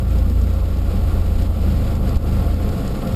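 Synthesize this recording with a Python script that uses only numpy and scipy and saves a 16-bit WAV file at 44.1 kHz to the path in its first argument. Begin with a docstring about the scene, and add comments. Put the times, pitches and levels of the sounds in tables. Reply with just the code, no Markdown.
"""Inside a cruising car

The engine hums as orders 2 to 5 of its turning rate; it sags in speed and eases off near the end.
Tyre noise roars through cabin resonances, drones and shakes the body; two bumps push the cabin air.
Shaped noise makes the air hiss and the ticks and creaks of the trim. At the dashboard, a limiter ducks
after each peak, big bass swings are rounded off and a thin sizzle lies in the top treble.
"""
import sys
import numpy as np
from scipy import signal
from scipy.fft import rfft, irfft
from scipy.io import wavfile
from scipy.ndimage import uniform_filter1d

SR = 44100
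rng = np.random.default_rng(int(sys.argv[2]) if len(sys.argv) > 2 else 0)


def file_out(sig):
    """Save sig as 16-bit WAV at sys.argv[1]."""
    # one column per channel
    cols = np.atleast_2d(sig).T
    # limit, then scale
    lim = np.clip(cols, -1, 1)
    pcm = np.round(lim * 32767).astype(np.int16)
    wavfile.write(sys.argv[1], SR, pcm)


N = 138915
TIME = np.arange(N) / SR  # s
FREQS = np.maximum(np.arange(N // 2 + 1) * SR / N, 1)  # Hz


def from_db(db):
    """Decibels to amplitude gain."""
    return 10 ** (np.asarray(db) / 20)


def in_time(rows):
    """Each column of a time curve, interpolated at every sample."""
    s, *columns = np.transpose(rows)
    return [np.interp(TIME, s, column) for column in columns]


def over_hz(points):
    """A spectrum in dB at every bin, interpolated over log frequency."""
    hz, db = np.transpose(points)
    return np.interp(np.log(FREQS), np.log(hz), db)


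def bell(hz, width_hz, db):
    """A Gaussian peak or dip in dB, with its full width at half its dB height."""
    return db * .5 ** ((2 * (FREQS - hz) / width_hz) ** 2)


def noise(db_per_hz):
    """Steady Gaussian noise of the given spectral density."""
    white_spectrum = rfft(rng.standard_normal(N))
    return irfft(white_spectrum * from_db(db_per_hz) * np.sqrt(SR / 2), N)


def drift(rate_hz):
    """Low-passed random variation with a standard deviation of 1."""
    slow = irfft(rfft(rng.standard_normal(N)) / (1 + (FREQS / rate_hz) ** 2), N)
    return slow / slow.std()


def evened(x):
    """The same sound with its chance swells levelled by a twice-smoothed power."""
    window = int(0.15 * SR)  # 0.15 s
    power = uniform_filter1d(uniform_filter1d(x ** 2, window), window)
    return x * np.sqrt(np.mean(x ** 2) / power)


def engine():
    """Orders 2 to 5 of the crankshaft: sines at multiples of the turning rate."""
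    # speed and order levels before trim: (time [s], turning rate [Hz],
    # order 2 [dB], order 3 [dB], order 4 [dB], order 5 [dB])
    speed_and_orders = [(0,27.4,-20.5,-24.5,-20.5,-33),(.12,28.25,-15.5,-20.5,-29,-39),(.48,28.68,-17,-19.5,-38,-38),(.78,28.4,-18,-22,-37.5,-35),(1.03,27.41,-24,-19,-29.5,-36),(1.4,27.86,-18.5,-20.5,-45,-39.5),(1.6,27.45,-19.5,-20.5,-34,-46),(1.7,26.4,-20,-17.5,-26.5,-28.5),(1.9,25.33,-22.5,-22,-23.5,-29),(2.19,25.09,-22.5,-22,-27.5,-26.5),(2.38,26.08,-22,-19.5,-23.5,-26.5),(2.55,27.55,-18.5,-20,-32,-49),(2.72,27.13,-35,-21,-27,-33),(2.88,25.6,-29,-44,-29.5,-29),(3.04,24.6,-37,-31,-43,-30),(3.15,24.9,-43,-32,-16,-28)]
    trims_db = [2, 2, 1, 1]
    turn_hz, *levels_db = in_time(speed_and_orders)
    turn_rad = 2 * np.pi * np.cumsum(turn_hz) / SR
    hum = 0
    for order, (level_db, trim_db) in enumerate(zip(levels_db, trims_db), start=2):
        start_rad = 2 * np.pi * rng.random()
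        hum = hum + from_db(level_db + trim_db) * np.sin(order * turn_rad + start_rad)
    return hum


def tyre_roar():
    """Road texture excites cabin resonances, which waver in pitch as the roar runs early or late."""
    # tyre noise through the body: (frequency [Hz], density [dB per Hz])
    body_noise = [(150,-80),(260,-57.5),(370,-62.5),(620,-66),(950,-77),(1450,-78),(1650,-99.5),(3000,-110)]
    # cabin resonances: (frequency [Hz], width [Hz], lift [dB])
    cabin_modes = [(305.4,53,5),(429,46,4),(527,64,9),(695,47,7.5),(811,66,7),(892,49,5),(1083,80,8.5),(1174,52,9.5),(1349,146,8)]
    # roar strength, used relative to its mean: (time [s], level [dB])
    roar_level = [(0,-31),(.09,-33),(.16,-30),(.25,-31.5),(.35,-32.5),(.48,-31),(.72,-33),(.85,-32),(.92,-29.5),(1.05,-32.5),(1.16,-28.5),(1.24,-32.5),(1.42,-30),(1.54,-33),(1.66,-28.5),(1.8,-31),(1.9,-28.5),(1.99,-31.5),(2.08,-26.5),(2.21,-30.5),(2.3,-28.5),(2.46,-28),(2.52,-31),(2.66,-28),(2.8,-27.5),(2.87,-28.5),(2.95,-28),(3.15,-27.5)]
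    flutter_db, flutter_hz = 0.84, 64
    waver_s, waver_hz = 0.0005, 4
    resonances_db = sum(bell(*mode) for mode in cabin_modes)
    roar = evened(noise(over_hz(body_noise) + resonances_db))
    roar = np.interp(TIME + waver_s * drift(waver_hz), TIME, roar)
    level_db, = in_time(roar_level)
    return roar * from_db(level_db - level_db.mean() + flutter_db * drift(flutter_hz))


def tyre_drone():
    """Low tyre noise, lifted around the resonance of the air inside the tyres."""
    # low tyre noise: (frequency [Hz], density [dB per Hz])
    drone_noise = [(50,-65),(100,-51),(150,-56),(235,-53),(300,-61.5),(500,-100)]
    # gain on that noise: (time [s], level [dB])
    drone_level = [(0,-4.5),(.3,-0.5),(.65,-7.5),(.95,-2),(1.23,-4.5),(1.41,-1.5),(1.53,-5.5),(1.68,1.5),(1.85,-0.5),(2.1,-1),(2.2,-3),(2.3,1.5),(2.55,-2),(2.72,-0.5),(2.98,-1.5),(3.09,2),(3.15,0)]
    cavity_db = bell(hz=189, width_hz=58, db=10.5)
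    level_db, = in_time(drone_level)
    return evened(noise(over_hz(drone_noise) + cavity_db)) * from_db(level_db)


def body_shake():
    """The road shakes the body: deep noise that swells and sinks."""
    # body noise: (frequency [Hz], density [dB per Hz])
    shake_noise = [(8,-63),(17,-37),(27,-35.5),(42,-39),(62,-40.5),(95,-54),(150,-65),(400,-100)]
    # gain on that noise: (time [s], level [dB])
    shake_level = [(0,-11),(.23,-3),(.5,-5),(.85,-2),(1.07,2.5),(1.4,1.5),(1.65,-4),(1.9,-2),(2.17,-5),(2.35,-1),(2.55,-3),(2.95,-2.5),(3.15,-8)]
    level_db, = in_time(shake_level)
    return evened(noise(over_hz(shake_noise))) * from_db(level_db)


def bumps():
    """Each bump is a soft push of cabin air; the pressure leaks away with a slight rebound."""
    # pushes before the leak: (time [s], peak [dB])
    bump_peaks = [(1.969,-16),(2.1678,-0.5)]
    sigma_s, leak_hz = 0.0023, 10.2
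    pushes = sum(from_db(db) * np.exp(-.5 * ((TIME - s) / sigma_s) ** 2) for s, db in bump_peaks)
    leak = signal.butter(1, leak_hz, "high", fs=SR, output="sos")
    return signal.sosfilt(leak, pushes + 1e-18)


def creaks():
    """Strength of tiny random creaks: each starts at once and decays exponentially."""
    rate_per_s, gain_db, decay_s = 45, -0.5, 0.002
    starts = (rng.random(N) < rate_per_s / SR) * rng.random(N)
    decay = np.exp(-1 / (decay_s * SR))
    return from_db(gain_db) * signal.lfilter([1], [1, -decay], starts + 1e-18)


def trim_ticks():
    """Ticks and creaks of the trim: short envelopes gate bright noise."""
    # ticks: (time [s], strength [dB])
    tick_strengths = [(0.186,1),(0.4115,-4),(0.421,-7),(0.4923,-6),(0.7706,0),(1.422,3.5),(1.9539,2),(2.0926,4.5),(2.1581,-1),(2.169,-1),(2.69,0),(2.780,2.5),(2.8779,4.5),(3.0736,3.5)]
    # noise in the ticks: (frequency [Hz], density [dB per Hz])
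    tick_colour = [(800,-107),(2000,-81),(3500,-80.5),(5500,-76),(7500,-81),(10000,-93),(15000,-92)]
    attack_s, decay_s = 0.00093, 0.0046
    bursts = 0
    for s, db in tick_strengths:
        age = np.maximum((s - TIME) / attack_s, (TIME - s) / decay_s)
        bursts = bursts + from_db(db) * np.exp(-age)
    return noise(over_hz(tick_colour)) * (bursts + creaks())


def air_hiss():
    """Fluttering air noise."""
    # air noise: (frequency [Hz], density [dB per Hz])
    hiss_noise = [(400,-98.5),(1600,-80),(2800,-82),(5000,-85.5),(7000,-89),(8500,-91),(10300,-98.5),(13000,-111),(15200,-98)]
    # hiss strength, used relative to its mean: (time [s], level [dB])
    hiss_level = [(0,-50),(.05,-54),(.12,-48),(.28,-53),(.42,-50.5),(.68,-51.5),(.92,-48.5),(1.03,-51),(1.13,-46.5),(1.25,-50),(1.42,-48),(1.5,-52),(1.68,-47.5),(1.92,-47.5),(2.0,-52),(2.08,-46),(2.22,-51),(2.34,-47),(2.56,-48.5),(2.8,-48),(3.15,-47)]
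    flutter_db, flutter_hz = 1.22, 45
    level_db, = in_time(hiss_level)
    gain_db = level_db - level_db.mean() + flutter_db * drift(flutter_hz)
    return noise(over_hz(hiss_noise)) * from_db(gain_db)


def limiter(x):
    """Peaks over the limit pull the gain down a moment later; it recovers at a steady dB rate."""
    limit_db, duck_db_per_db, max_duck_db = -7.5, 1.5, 6.5
    lag_s, smoothing_s, release_db_per_s = 0.0075, 0.0007, 80
    level_db = 20 * np.log10(np.abs(x) + 1e-9)
    duck_db = np.clip(duck_db_per_db * (level_db - limit_db), 0, max_duck_db)
    release_db = release_db_per_s * TIME
    held_db = np.maximum.accumulate(duck_db + release_db) - release_db
    late_db = np.interp(TIME - lag_s, TIME, held_db)
    r = np.exp(-1 / (smoothing_s * SR))
    return x * from_db(-signal.lfilter([1 - r], [1, -r], late_db))


def bass_overload(x):
    """The biggest bass swings are rounded off; the treble rides over them."""
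    bass_hz, top = 400, 0.54  # top: full-scale amplitude
    bass = irfft(rfft(x) / (1 + (FREQS / bass_hz) ** 4), N)
    rounded = bass / (1 + (bass / top) ** 10) ** (1 / 10)
    return x - bass + rounded


def sizzle(x):
    """The slope of the low sound, mirrored on both sides of a high carrier."""
    carrier_hz, reach_hz, gain_db = 12000, 1830, 1.5
    low = signal.sosfilt(signal.butter(4, reach_hz, fs=SR, output="sos"), x)
    return from_db(gain_db) * np.gradient(low) * np.sin(2 * np.pi * carrier_hz * TIME)


def scene():
    """Everything heard at the dashboard, in one channel."""
    road = tyre_roar() + tyre_drone() + body_shake() + bumps()
    return (engine() + road + trim_ticks() + air_hiss())[None]


def record(dry):
    """Limiter, bass overload, sizzle, the microphone's notch and a steep cut at the top."""
    cutoff_hz = 15350
    x = bass_overload(limiter(dry[0]))
    notch = from_db(bell(hz=5980, width_hz=840, db=-12.5))
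    low_pass = 1 / np.sqrt(1 + (FREQS / cutoff_hz) ** 600)
    return irfft(rfft(x + sizzle(x)) * notch * low_pass, N)[None]


dry = scene()
out = record(dry)
file_out(out)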